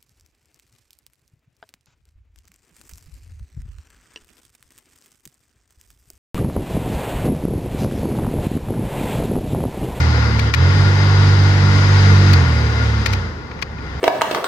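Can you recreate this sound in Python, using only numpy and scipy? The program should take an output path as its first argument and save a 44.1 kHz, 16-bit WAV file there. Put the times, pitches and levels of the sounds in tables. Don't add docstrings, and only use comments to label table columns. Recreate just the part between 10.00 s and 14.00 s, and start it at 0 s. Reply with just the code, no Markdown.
import sys
import numpy as np
from scipy import signal
from scipy.fft import rfft, irfft
from scipy.io import wavfile
from scipy.ndimage import uniform_filter1d

SR = 44100
rng = np.random.default_rng(int(sys.argv[2]) if len(sys.argv) > 2 else 0)


def unload_audio(sound):
    columns = np.transpose(np.atleast_2d(sound))
    steps = np.round(np.clip(columns, -1, 1) * 32767)
    wavfile.write(sys.argv[1], SR, steps.astype(np.int16))


def invert_db(level):
    return 10 ** (np.asarray(level, dtype=float) / 20)


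N = 176400

# [t/s, shaft f/Hz, hum level/dB, air rush level/dB]
FAN = [(0.0, 42.13, 3.5, -26), (0.15, 37.34, 1.5, -28), (0.48, 35.52, 1.5, -28.5), (0.51, 36.24, -3, -31.5),
       (0.63, 43.95, 3, -27), (0.69, 46.57, 2.5, -26.5), (0.76, 48.48, 1.5, -26), (2.05, 48.84, 3.5, -24.5),
       (2.31, 48.08, 4.5, -24.5), (2.55, 37.74, 1.5, -27.5), (3.0, 35.67, 1, -29),
       (3.05, 34.96, -3.5, -28.5), (3.14, 32.38, -1, -30.5), (3.31, 26.19, -7, -37), (3.41, 24.2, -13, -39),
       (3.53, 23.4, -20, -41.5), (3.64, 24.0, -10, -40.5), (4.0, 21.4, -4.5, -36.5)]
# [multiple, level/dB, waver/dB]
SHAFT_TONES = [(1, -17, 0), (2, -12, 1), (3, -16, 0.13), (4, -28, 3.5), (5, -35.5, -3), (6, -30.5, 4),
               (7, -30.5, -0.5), (8, -35.5, 2), (10, -42.5, 1)]
# [f/Hz, level/dB]
HOUSING_COLOUR = [(36, -44), (48, -18.5), (72, -8), (98, -1.6), (145, -7), (200, -4), (300, -9),
                  (500, -9.5)]
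# [f/Hz, level/dB per Hz]
AIR_COLOUR = [(200, -0.5), (600, -15), (1500, -13), (2900, -19.5), (5000, -21.5), (7200, -33.5),
              (9500, -43.5), (15500, -51.5)]
# [f/Hz, width/Hz, lift/dB]
DUCT_RESONANCES = [(469, 150, 6.5), (899, 280, 6), (1101, 33, 4), (1421, 79, 10), (1897, 460, 5.5),
                   (2083, 41, 9.5), (3880, 120, 5), (4940, 440, 7.5), (5940, 70, 6), (6510, 230, 7.5)]
# [f/Hz, level/dB per Hz]
RUMBLE_COLOUR = [(15, -70.5), (25, -34.5), (65, 0), (155, 1), (199, -21.5), (237, -11.5), (400, -40),
                 (520, -58), (880, -120)]
# [f/Hz, level/dB]
LEFT_LEAN = [(60, -1.5), (110, -1.5), (200, -2.5), (380, 1.5), (700, 1.1), (1290, 6.8), (2380, 6.5),
             (4400, 8.0), (8120, 2.7), (15000, -3.0)]
# [f/Hz, likeness/0-1]
LIKENESS = [(40, 0.73), (70, 0.89), (130, 0.88), (290, 0.84), (640, 0.53), (1410, 0.51), (3100, 0.14),
            (6820, 0.16)]
# [t/s, peak level/dB, length/s,
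# brightness/dB per octave, spring level/dB]
SWITCH_CLICKS = [(0.392, -15.5, .007, 2, -12), (.5335, -30, .005, 4, -29.5), (.5380, -6, 0.0033, .5, -24),
                 (.5440, -13, 0.0058, 2, -25), (2.3312, -18, .007, 6, -15), (2.3353, -13.5, .005, 0, 4),
                 (3.057, -25.5, 0.0036, 7, -30), (3.0600, -7.5, 0.0034, 1.5, -26),
                 (3.065, -19, .008, 3.5, -14), (3.1255, -26, .006, 5, -27), (3.1318, -17, 0.0068, 2.5, -20),
                 (3.5126, -28.5, 0.0068, -5.5, -30), (3.5896, -32, .006, -2.5, -32),
                 (3.623, -14, 0.0065, 0, -26), (3.782, -30.5, .008, -6, -30), (3.6156, -30, .006, 4.5, -30),
                 (.002, -28.5, .008, 6, -30)]
# [f/Hz, level/dB, time to fall 60 dB/s]
SWITCH_BODY = [(1150, -16, .025), (1450, -20, .02), (1940, -13, .015), (2490, -13, .015)]
# [f/Hz, level/dB]
SNAP_COLOUR = [(700, -33), (1300, -8.5), (2300, 5), (3500, -5), (5000, -6), (6500, -12.5), (8000, -21.5),
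               (15500, -28.5)]
# [t/s, level/dB, half width/s]
LEVEL_DIPS = [
    (.54, -5.5, 0.021),
    (3.06, -3.5, 0.019),
    (3.625, -2.5, .015),
]

WAVER_HZ, SPEED_JITTER = 9.9, 0.0029
SWELL_DB, FLICKER_DB, BRIGHT_DB_PER_OCT = -0.5, 0.64, 1.53
RUMBLE_DB, RUMBLE_FOLLOW, RUMBLE_LUMP_DB = -33, 0.57, 2.2
SPRING_HZ, SPRING_T60_S, CLICK_RISE_S = 4620, 0.033, 0.0017
CLICK_LEAN_DB, RATTLE_DB, SNAP_DB = 4.5, 3, 4
PORT_LAG_S, WOBBLE_DB, WOBBLE_HZ = 0.00018, 0.55, 10
MIC_HISS_DB, MIC_HISS_HZ, TOP_HZ = -72, 7000, 15750


def read(table, hz):
    table = np.array(table)
    return np.interp(np.log(np.maximum(hz, 1)), np.log(table[:, 0]), table[:, 1])


def unit(x):
    return x / np.sqrt(np.mean(x ** 2))


def walk(rate):
    k = int(SR / rate)
    steps = np.repeat(rng.standard_normal(N // k + 1), k)
    smooth = uniform_filter1d(uniform_filter1d(steps, k), k)
    return unit(smooth[:N])


def fan(column):
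    table = np.array(FAN)
    return np.interp(np.arange(N) / SR, table[:, 0], table[:, column])


def stereo_noise(db, hz):
    like = np.clip(read(LIKENESS, hz), 0, 1)
    shared, left, right = rfft(rng.standard_normal((3, N)))
    shared = shared * np.sqrt(like)
    own = np.sqrt(1 - like)
    lean = invert_db(read(LEFT_LEAN, hz) / 2)
    late = np.exp(-2j * np.pi * hz * PORT_LAG_S)
    return invert_db(db) * np.array([(shared + own * left) * lean, (shared * late + own * right) / lean])


def hum():
    hz = fan(column=1) * (1 + SPEED_JITTER * walk(6))
    turn = 2 * np.pi * np.cumsum(uniform_filter1d(hz, size=1500)) / SR
    out = 0
    for k, db, waver_db in SHAFT_TONES:
        k = round(k)
        waver = waver_db * 1.63 * np.tanh(walk(WAVER_HZ) / 1.9)
        level = np.sqrt(2) * invert_db(db + read(HOUSING_COLOUR, k * hz) + waver)
        tone = level * np.sin(k * turn + rng.uniform(0, 2 * np.pi))
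        lean = invert_db(read(LEFT_LEAN, k * hz) / 2)
        out = out + tone * np.array([lean, 1 / lean])
    return out * invert_db(fan(column=2))


def air():
    hz = np.arange(N // 2 + 1) * SR / N
    db = read(AIR_COLOUR, hz) - 40 * np.log10(1 + (150 / np.maximum(hz, 1)) ** 2)
    for centre_hz, width_hz, lift_db in DUCT_RESONANCES:
        db = db + lift_db / (1 + (2 * (hz - centre_hz) / width_hz) ** 2)
    spec = stereo_noise(db, hz)
    middle = irfft(spec.mean(0) * ((hz > 800) & (hz < 7000)), N)
    spec = spec / np.sqrt(np.mean(middle ** 2))
    flow, swell, out = fan(column=3), walk(1.565), 0
    place = 2 * np.log2(np.maximum(hz, 1) / 50)
    for k in range(18):
        share = np.cos(np.pi / 2 * np.clip(place - k, -1, 1)) ** 2
        tilt = BRIGHT_DB_PER_OCT * (k - 10) / 2 * (flow - flow.max()) / 10
        level = invert_db(flow + tilt + SWELL_DB * swell + FLICKER_DB * walk(12))
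        out = out + irfft(spec * share, N) * level
    return out


def ring(f, db, t60):
    t = np.arange(4096) / SR
    tone = np.sin(2 * np.pi * f * t) * 1000. ** (-t / t60)
    return rfft(unit(tone)) * invert_db(db) / 64


def switch():
    out = np.zeros((2, N + 4096))
    t = np.arange(4096) / SR
    hz = np.arange(2049) * SR / 4096
    lean = invert_db((read(LEFT_LEAN, hz) + CLICK_LEAN_DB) * np.array([[.5], [-.5]]))
    for s, peak_db, length, tilt_db, spring_db in SWITCH_CLICKS:
        shape = (1 - np.exp(-t / CLICK_RISE_S)) * np.exp(-(t / length) ** 2)
        noise = rng.standard_normal((2, len(t)))
        rattle = invert_db(RATTLE_DB * rng.standard_normal(len(t)))
        ticks = rfft(shape * noise * rattle)
        ticks = ticks / np.sqrt(uniform_filter1d(abs(ticks) ** 2, size=50))
        body = sum(ring(*mode) for mode in SWITCH_BODY) + invert_db(SNAP_DB + read(SNAP_COLOUR, hz))
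        body = body * invert_db(tilt_db * np.log2(np.clip(hz, 500, SR) / 2000))
        body = body + ring(SPRING_HZ, spring_db, SPRING_T60_S)
        click = irfft(ticks * body * lean)
        click = click / np.sqrt(np.sum(click ** 2) / (length * SR))
        i = int(s * SR)
        out[:, i:i + len(t)] += click * invert_db(peak_db)
    return out[:, :N]


def rumble():
    hz = np.arange(N // 2 + 1) * SR / N
    flow = fan(column=3)
    low = unit(irfft(stereo_noise(read(RUMBLE_COLOUR, hz), hz) * (hz > 20) * (hz < 400), N))
    return low * invert_db(RUMBLE_DB + RUMBLE_FOLLOW * (flow - flow[-1]) + RUMBLE_LUMP_DB * walk(8))


def mic_hiss():
    high = signal.butter(2, MIC_HISS_HZ, "high", fs=SR, output="sos")
    hiss = signal.sosfilt(high, rng.standard_normal((2, N)))
    return invert_db(MIC_HISS_DB) * unit(hiss)


def scene():
    t = np.arange(N) / SR
    dip_db = sum(db * np.exp(-((t - s) / width) ** 2) for s, db, width in LEVEL_DIPS)
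    blower = hum() + air() + rumble()
    return blower * invert_db(WOBBLE_DB * walk(WOBBLE_HZ) + dip_db) + switch()


def low_pass(x):
    return signal.sosfilt(signal.butter(12, 15710, fs=SR, output="sos"), x)


def record(dry):
    opening = np.clip(np.arange(N) / 100, 0, 1)
    top = signal.ellip(10, .2, 80, TOP_HZ, fs=SR, output="sos")
    clipped = np.clip((dry + mic_hiss()) * opening, -1, 1)
    mix = signal.sosfilt(top, clipped)
    return low_pass(mix)


dry = scene()
out = record(dry)
unload_audio(out)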